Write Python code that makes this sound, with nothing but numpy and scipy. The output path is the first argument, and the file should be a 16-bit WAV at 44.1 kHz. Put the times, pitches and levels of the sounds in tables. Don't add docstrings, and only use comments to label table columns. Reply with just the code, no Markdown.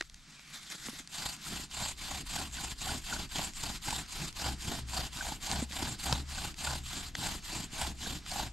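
import sys
import numpy as np
from scipy import signal
from scipy.fft import rfft, irfft
from scipy.io import wavfile
from scipy.ndimage import uniform_filter1d

SR = 44100
rng = np.random.default_rng(int(sys.argv[2]) if len(sys.argv) > 2 else 0)


def volts_from_db(level):
    exponent = np.asarray(level, float) / 20
    return 10 ** exponent


def waveform_to_disk(signal):
    frames = np.transpose(np.atleast_2d(signal))
    scaled = np.clip(frames, -1, 1) * 32767
    samples = np.round(scaled).astype(np.int16)
    wavfile.write(sys.argv[1], SR, samples)


N = 375732


def level(x, db=0):
    return x * volts_from_db(db) / np.sqrt(np.mean(x ** 2))


def colour(x, points):
    hz, db = np.transpose(points)
    f = np.maximum(np.arange(N // 2 + 1) * SR / N, 1)
    gain_db = np.interp(np.log(f), np.log(np.maximum(hz, 1)), db)
    return irfft(rfft(x) * volts_from_db(gain_db), N)


def band(x, hz, width_hz):
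    return signal.lfilter(*signal.iirpeak(hz, hz / width_hz, fs=SR), x)


def walk(rate):
    hold = int(SR / rate)
    steps = np.repeat(rng.standard_normal(N // hold + 1), hold)
    return 1.186 * uniform_filter1d(uniform_filter1d(steps, hold), hold)[:N]


def grit(spread_db):
    return level(rng.standard_normal(N) * volts_from_db(spread_db * rng.exponential(size=N)))


def curve(table):
    s, *columns = np.transpose(table)
    return [np.interp(np.arange(N) / SR, s, c) for c in columns]


def add(out, s, burst):
    i = max(int(s * SR), 0)
    out[..., i:i + burst.shape[-1]] += burst[..., :N - i]


# (frequency [Hz], level [dB])
PORT_DIFFERENCE = [(60, -5), (110, -4.5), (200, -14.5), (380, -4), (700, -8), (1290, -3.5), (2380, -4),
                   (4400, -2.5), (8120, -7.5), (15000, 5.5)]


def ports(mid):
    side = colour(np.roll(mid, 2600), PORT_DIFFERENCE) * volts_from_db(-7.5)
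    return np.array([mid + side, mid - side])


# (turnaround [s], its lull [s], groan level [dB], drumming level [dB])
STROKES = [(1.07, 0.11, -49, -53), (1.391, 0.061, -52.5, -47.5), (1.683, 0.078, -46.5, -45),
           (1.957, 0.056, -48.0, -43.5), (2.241, 0.053, -46.5, -48), (2.5, 0.055, -49.5, -44.0),
           (2.762, 0.062, -44.0, -43.0), (3.018, 0.044, -46.5, -43), (3.279, 0.058, -45.5, -44.0),
           (3.526, 0.053, -48.0, -44.0), (3.799, 0.064, -45.0, -44.5), (4.057, 0.063, -51, -48),
           (4.325, 0.074, -40.5, -41), (4.565, 0.054, -46.5, -43.5), (4.848, 0.095, -44, -43),
           (5.106, 0.051, -45.0, -43), (5.387, 0.065, -41.0, -41), (5.671, 0.061, -42.5, -43.0),
           (5.971, 0.048, -41.5, -41), (6.246, 0.072, -47.0, -47), (6.545, 0.081, -41.5, -45),
           (6.822, 0.058, -51, -47.0), (7.127, 0.097, -45.5, -45.0), (7.407, 0.052, -48.5, -46),
           (7.686, 0.086, -42.5, -40.0), (7.951, 0.071, -50.5, -45), (8.227, 0.1, -43, -45)]
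LAST_TURN_S, LAST_LULL_S = 8.53, 0.12


def strokes():
    s, *columns = np.transpose(STROKES)
    return s, np.diff(s, append=LAST_TURN_S), *columns


def swells(at, spread, db):
    start, length, *_ = strokes()
    return zip(start + at * length, db, spread * length)


def bearing(swells, scrape_db, under_db):
    t = np.arange(N) / SR
    power = volts_from_db(2 * (scrape_db - under_db))
    for s, db, spread_s in swells:
        now = slice(int((s - .25) * SR), int((s + .25) * SR))
        power[now] += volts_from_db(2 * db) * np.exp(-((t[now] - s) / spread_s) ** 2 / 2)
    return np.sqrt(power)


# (speeding-up time [lulls], level at speed [dB],
# level before slowing [dB], slowing time [lulls], mid-stroke arch [dB])
PUSH = (0.63, -43.5, -44.5, 0.69, 5)
PULL = (0.82, -43, -44, 0.55, 3)
# (time [s], scrape level [dB])
CREEP = [
    (0.0, -56),
    (.09, -65),
    (.26, -65),
    (.55, -53),
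    (1.0, -48),
    (1.07, -68),
]
# (time [s], level [dB])
NUDGES = [
    (.56, -46.5),
    (.725, -42.5),
    (.868, -44),
    (.99, -48),
]
NUDGE_SPREAD_S = 0.01636
REST_DB, REST_DB_PER_S = -60, -150
DWELL, EASE = 0.247, 1.113
SCRAPE_PER_GROAN_DB = 0.1371


def rest_level(lull_s, mean_lull_s):
    return volts_from_db(REST_DB + REST_DB_PER_S * (lull_s - mean_lull_s))


def speed_db():
    t = np.arange(N) / SR
    nudges = [(s, db, NUDGE_SPREAD_S) for s, db in NUDGES]
    out = 20 * np.log10(bearing(nudges, curve(CREEP)[0], under_db=-1))
    start, length, lull, groan, _ = strokes()
    next_lull = np.append(lull[1:], LAST_LULL_S)
    ways = (PUSH, PULL) * len(start)
    for s, d, lull_a, lull_b, groan_db, way in zip(start, length, lull, next_lull, groan, ways):
        up, up_db, down_db, down, arch_db = way
        up_s, down_s = up * lull_a, down * lull_b
        now = slice(int(s * SR), int((s + d) * SR) + 1)
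        since, until = t[now] - s, s + d - t[now]
        u = np.clip((since - up_s) / (d - up_s - down_s), 0, 1)
        full_db = up_db + (down_db - up_db) * u + arch_db * np.sin(np.pi * u)
        full_db = full_db + SCRAPE_PER_GROAN_DB * (groan_db - groan.mean())
        ramp = np.minimum(since / up_s, until / down_s)
        speed = np.clip((ramp - DWELL) / (1 - DWELL), 0, 1) ** EASE
        rest_a, rest_b = rest_level(lull_a, lull.mean()), rest_level(lull_b, lull.mean())
        rest = np.where(since < until, rest_a, rest_b)
        out[now] = 20 * np.log10(speed * volts_from_db(full_db) + (1 - speed) * rest)
    return out


def throb(scrape_db):
    speed = np.clip(volts_from_db(.5 * (scrape_db + 42)), .2, 1.2)
    turn_hz = 29.52 * speed * (1 + 0.125 * walk(11))
    turn = np.cumsum(turn_hz) / SR
    return volts_from_db(1.6 * speed * np.cos(2 * np.pi * turn) + 1.7 * walk(140))


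# (frequency [Hz], density [dB per Hz])
SCRAPE = [(590, -44), (1000, -7.5), (1230, -11), (1480, -10), (2160, -10), (2940, -7), (4770, -6.5),
          (5730, -13.5), (7460, -8.5), (8080, -15), (8960, -12), (10100, -23), (11900, -15.5),
          (12900, -26.5), (15600, -41)]
# (frequency [Hz], density [dB per Hz])
SLOW_SCRAPE = [(590, -22.5), (1000, -18), (1170, -13), (2040, -10), (2840, -16.5), (3460, -8),
               (5600, -14.5), (7290, -14), (9820, -23), (11500, -20.5), (15600, -44)]
# (frequency [Hz], width [Hz], level [dB])
SPINDLE_RINGS = [(4800, 330, -21), (7620, 1370, -6.5)]


def scrape(pressure, scrape_db):
    spectrum = rfft(grit(spread_db=2.0) * pressure)
    hz = np.maximum(np.arange(len(spectrum)) * SR / N, 800)
    place = 4 * np.log2(hz / 800)
    slow_db = np.clip(scrape_db + 43, -12, 3)
    fibres = np.zeros(N)
    for k in range(18):
        patch = irfft(spectrum * np.clip(1 - np.abs(place - k), 0, 1), N)
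        fibres += volts_from_db(2.52 * walk(55) + 0.076 * max(5 - k, 0) * slow_db) * patch
    rings = sum(volts_from_db(db + 5.6 * walk(40)) * band(fibres, f, w) for f, w, db in SPINDLE_RINGS)
    fibres = fibres + rings
    warm = np.clip((np.arange(N) / SR - 1.03) / 0.053, 0, 1)
    return warm * level(colour(fibres, SCRAPE)) + (1 - warm) * level(colour(fibres, SLOW_SCRAPE))


# (frequency [Hz], width [Hz], level [dB])
SOCKET = [(786, 264, 5), (1460, 250, -1.5)]


def socket(pressure):
    rub = grit(spread_db=2.5) * pressure ** 1.53 * volts_from_db(0.45 * walk(50))
    out = np.zeros(N)
    for hz, width_hz, db in SOCKET:
        once = band(rub, hz, 1.34 * width_hz)
        out += volts_from_db(db) * band(once, hz, 1.34 * width_hz)
    return level(out)


# (frequency [Hz], density [dB per Hz])
BOARD = [(79, -5), (135, 0.5), (156, -2), (202, -2.5), (307, -5.5), (449, -17.5), (560, -27), (730, -22.5),
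         (1230, -120)]


def board(pressure):
    return level(colour(grit(spread_db=2.5) * pressure ** 1.28 * volts_from_db(3.3 * walk(20)), BOARD))


def chirps(events, rise_s, fall_s, gain_db):
    t, out = np.arange(int(.03 * SR)) / SR, np.zeros(N)
    shape = (1 - np.exp(-t / rise_s)) ** 2 * np.exp(-t / fall_s)
    for (s, db, hz), (start, glide) in zip(events, rng.random((len(events), 2))):
        cycles = hz * t * (1 + 6 * (glide - .5) * t) + start
        add(out, s - .002, volts_from_db(db + gain_db) * shape / shape.max() * np.sin(2 * np.pi * cycles))
    return out


# (time [s], peak level [dB], frequency [Hz])
GROANS = [(1.806, -37, 850), (2.414, -30, 820), (2.871, -24, 780), (2.919, -26, 829), (3.357, -33, 753),
          (3.393, -37, 668), (3.43, -32, 750), (3.635, -33, 926), (3.885, -26, 902), (3.928, -21, 890),
          (4.933, -33, 733), (4.966, -30, 738), (5.266, -33, 721.5), (5.321, -24.5, 830), (5.479, -28, 886),
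          (5.843, -40, 810), (5.876, -37, 770), (6.057, -30, 824), (6.096, -24, 822), (6.126, -21, 980),
          (6.447, -30.5, 795), (6.733, -30, 713), (7.23, -28.5, 810), (7.268, -26, 810), (7.815, -28, 830),
          (7.849, -24, 848), (8.067, -33, 708), (8.322, -27.5, 781), (8.36, -25, 806), (8.396, -20.5, 807)]


def catches():
    t, out = np.arange(int(.05 * SR)) / SR, np.zeros(N)
    bump = (1 - np.exp(-t / 0.0029)) ** 2 * np.exp(-t / 0.0041)
    for s, db, _ in GROANS:
        add(out, s - .002, min(volts_from_db(db + 37), 1.6) * bump)
    return out


def catch_voices():
    return chirps(GROANS, rise_s=0.0033, fall_s=0.0024, gain_db=-8)


# (time [s], peak level [dB], frequency [Hz])
SQUEAKS = [(.0094, -32.5, 1910), (1.4676, -44, 1350), (2.378, -39.5, 1570), (2.5856, -38.5, 1540),
           (2.8919, -34, 1490), (3.1269, -30.5, 1466), (3.164, -38, 1495), (3.8824, -37, 1526),
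           (4.4215, -43, 1417), (5.21, -30.5, 1570), (5.8727, -37.5, 1637), (6.124, -33, 1362),
           (6.384, -39, 1543), (6.4518, -44, 1486), (6.6728, -33.5, 1403), (7.1505, -53, 1702),
           (7.2265, -41, 1512), (8.0606, -39, 1592), (8.2627, -47, 1315)]


def squeaks():
    return chirps(SQUEAKS, rise_s=0.002, fall_s=0.0031, gain_db=1.0)


# (time [s], frequency [Hz])
BOW_HZ = [
    (1.5, 55.2),
    (1.83, 67.6),
    (3.69, 62.36),
    (7.72, 71.03),
    (8.52, 61.36),
]


def bow():
    cycles = np.cumsum(curve(BOW_HZ)[0] * (1 + 0.0418 * walk(17))) / SR
    upper = volts_from_db(-9 + 4.1 * walk(12)) * np.sin(2 * np.pi * 1.86 * cycles)
    return level(volts_from_db(1.0 * walk(9.5)) * np.sin(2 * np.pi * cycles)) + upper


def ringing(events, t60_s):
    s, peak_db = np.transpose(events)
    late = np.arange(0, N, 64) / SR - s[:, None]
    db = np.where(late > 0, -60 * late / t60_s, -4.3 * (late / 0.043) ** 2) + peak_db[:, None]
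    return np.repeat(volts_from_db(2 * db).sum(axis=0), 64)[:N]


# (time [s], level [dB])
PLUCKS = [
    (0.0, -64),
    (1.8, -50.5),
    (2.45, -46.5),
    (4.5, -42.5),
    (4.85, -43),
    (5.58, -41.5),
    (6.12, -38),
    (6.7, -40.5),
    (7.87, -45.5),
    (8.42, -45),
]


def hum_size():
    start, length, _, _, drum = strokes()
    jolt_db = -48 + 1.24 * (drum - drum.mean())
    jolts = np.transpose([start + 0.67 * length, jolt_db])
    power = ringing(jolts, t60_s=0.43) + ringing(PLUCKS, t60_s=1.4)
    return uniform_filter1d(np.sqrt(power), size=64)


# (time [s], peak level [dB], frequency [Hz])
TICKS = [(0.0094, -20.5, 1730), (0.023, -34, 1730), (0.097, -39, 3500), (0.1429, -38, 4800),
         (0.394, -37, 2310), (0.8847, -29, 1080), (1.074, -32.5, 4650), (1.712, -35, 4700),
         (1.7903, -35, 4790), (1.9764, -42, 4520), (2.5122, -38, 3870), (2.5686, -28, 3400),
         (2.808, -33, 4116), (3.2913, -42, 4728), (3.535, -35, 4960), (3.9064, -21.5, 4716),
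         (3.9969, -30, 1880), (4.0617, -39, 4740), (4.3266, -36, 3887), (4.8862, -36, 2515),
         (5.5139, -17, 4200), (5.6195, -35, 1940), (5.7117, -32, 2332), (5.7215, -26.5, 3326),
         (5.9933, -48, 4850), (6.1259, -11, 3873), (6.542, -36, 2700), (7.1514, -20.5, 1912),
         (7.1546, -30, 4790), (8.2627, -31.5, 2470)]


def ticks():
    t, out = np.arange(int(.03 * SR)) / SR, np.zeros(N)
    shape = np.exp(-np.log(1000) * t / 0.0076) * np.minimum(t / 0.00059, 1)
    damp_wood = signal.butter(4, 8500, fs=SR)
    for (s, db, hz), noise in zip(TICKS, rng.standard_normal((len(TICKS), len(t)))):
        splinter = band(band(noise, hz, 2.2 * hz), hz, 2.2 * hz)
        splinter = signal.lfilter(*damp_wood, splinter)
        crack = shape * (0.7 * np.sin(2 * np.pi * hz * t) + splinter / splinter.std())
        add(out, s + .0004, volts_from_db(db) * crack / np.abs(crack).max())
    return out


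# (time [s], peak level [dB], frequency [Hz], ring [s])
KNOCKS = [(0.009, -30, 344, 0.027), (0.746, -40.5, 177, 0.058), (0.885, -30.5, 228, 0.056),
          (.93, -40, 280, 0.053), (1.0, -42, 269, 0.046), (1.596, -34, 261, 0.039),
          (4.46, -29.5, 115.1, 0.093), (4.99, -32.5, 105, .1), (5.623, -19.5, 235, 0.045),
          (5.707, -36, 194, 0.05), (6.125, -23.5, 130, 0.068), (6.1255, -22, 560, 0.012),
          (8.07, -33, 202, .09), (7.1858, -26.5, 160, 0.025)]


def knocks():
    t, out = np.arange(int(.12 * SR)) / SR, np.zeros(N)
    for s, db, hz, ring_s in KNOCKS:
        fade = np.exp(-np.log(1000) * t / max(ring_s, .01))
        hollow = 0.95 * fade ** 3 * np.sin(2 * np.pi * 520 * t)
        blow = fade * (np.sin(2 * np.pi * hz * t) + hollow)
        add(out, s, volts_from_db(db - 1.5) * np.minimum(t / 0.0028, 1) * blow)
    return out


# (start [s], end [s], frequency [Hz], width [Hz], level [dB])
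CORD = (.33, .58, 2400, 250, -62)


def cord():
    start, end, hz, width_hz, db = CORD
    u = np.clip((np.arange(N) / SR - start) / (end - start), 0, 1)
    return np.sqrt(np.sin(np.pi * u).clip(0)) * level(band(grit(spread_db=0.0), hz, width_hz), db)


# (time [s], level [dB])
GROUND = [
    (0.0, -51),
    (0.43, -66),
    (2.42, -50),
    (8.21, -50),
    (8.52, -47),
]


def soil(scrape_db):
    sway_db = curve(GROUND)[0] + 0.15 * (scrape_db + 45)
    rumble = band(band(rng.standard_normal(N), 28, 37), 28, 37)
    return volts_from_db(sway_db) * ports(level(rumble))


# (frequency [Hz], density [dB per Hz])
HUSH = [(15, -38), (25, 1), (112, -25), (142, 5), (207, 1), (475, -22), (1350, -10.5), (5280, -13),
        (9020, -20), (15000, -89)]


def hush():
    air = rng.standard_normal(N) * volts_from_db(4.0 * walk(16.0))
    return volts_from_db(-57.5) * ports(level(colour(air, HUSH)))


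def scene():
    scrape_db = speed_db()
    *_, groan_db, drum_db = strokes()
    pressure = throb(scrape_db) * (1 + catches())
    rub = volts_from_db(scrape_db) * ports(scrape(pressure, scrape_db))
    groan_size = volts_from_db(-0.5) * bearing(swells(.54, 0.13, groan_db), scrape_db, under_db=20.5)
    groan = groan_size * ports(socket(pressure))
    drum_size = volts_from_db(0.15) * bearing(swells(0.59, 0.16, drum_db), scrape_db, under_db=14)
    drum = drum_size * ports(board(pressure))
    hum = hum_size() * bow()
    voiced = catch_voices() + squeaks()
    small = cord() + ticks() + knocks()
    return rub + groan + drum + hum + voiced + small + soil(scrape_db) + hush()


# (frequency [Hz], left minus right [dB])
LEAN = [(60, 1.5), (110, 2), (200, -1.5), (380, -1.0), (700, -2), (1290, -2.5), (2380, -1), (4400, 1),
        (8120, -1), (15000, 4.5)]


def lean(dry):
    return [colour(x, [(hz, side * db / 2) for hz, db in LEAN]) for x, side in zip(dry, (1, -1))]


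def low_pass(x):
    return signal.sosfilt(signal.butter(12, 15700, fs=SR, output="sos"), x)


def record(dry):
    near = band(dry.mean(axis=0), 3070, 2600)
    skew = 0.3 * (np.roll(near, 4) - np.roll(near, -4)) / 2
    left, right = lean(dry)
    top_cut = signal.ellip(8, .2, 60, 15500, fs=SR, output="sos")
    mix = signal.sosfilt(top_cut, np.array([left + skew, right - skew]))
    return low_pass(mix)


dry = scene()
out = record(dry)
waveform_to_disk(out)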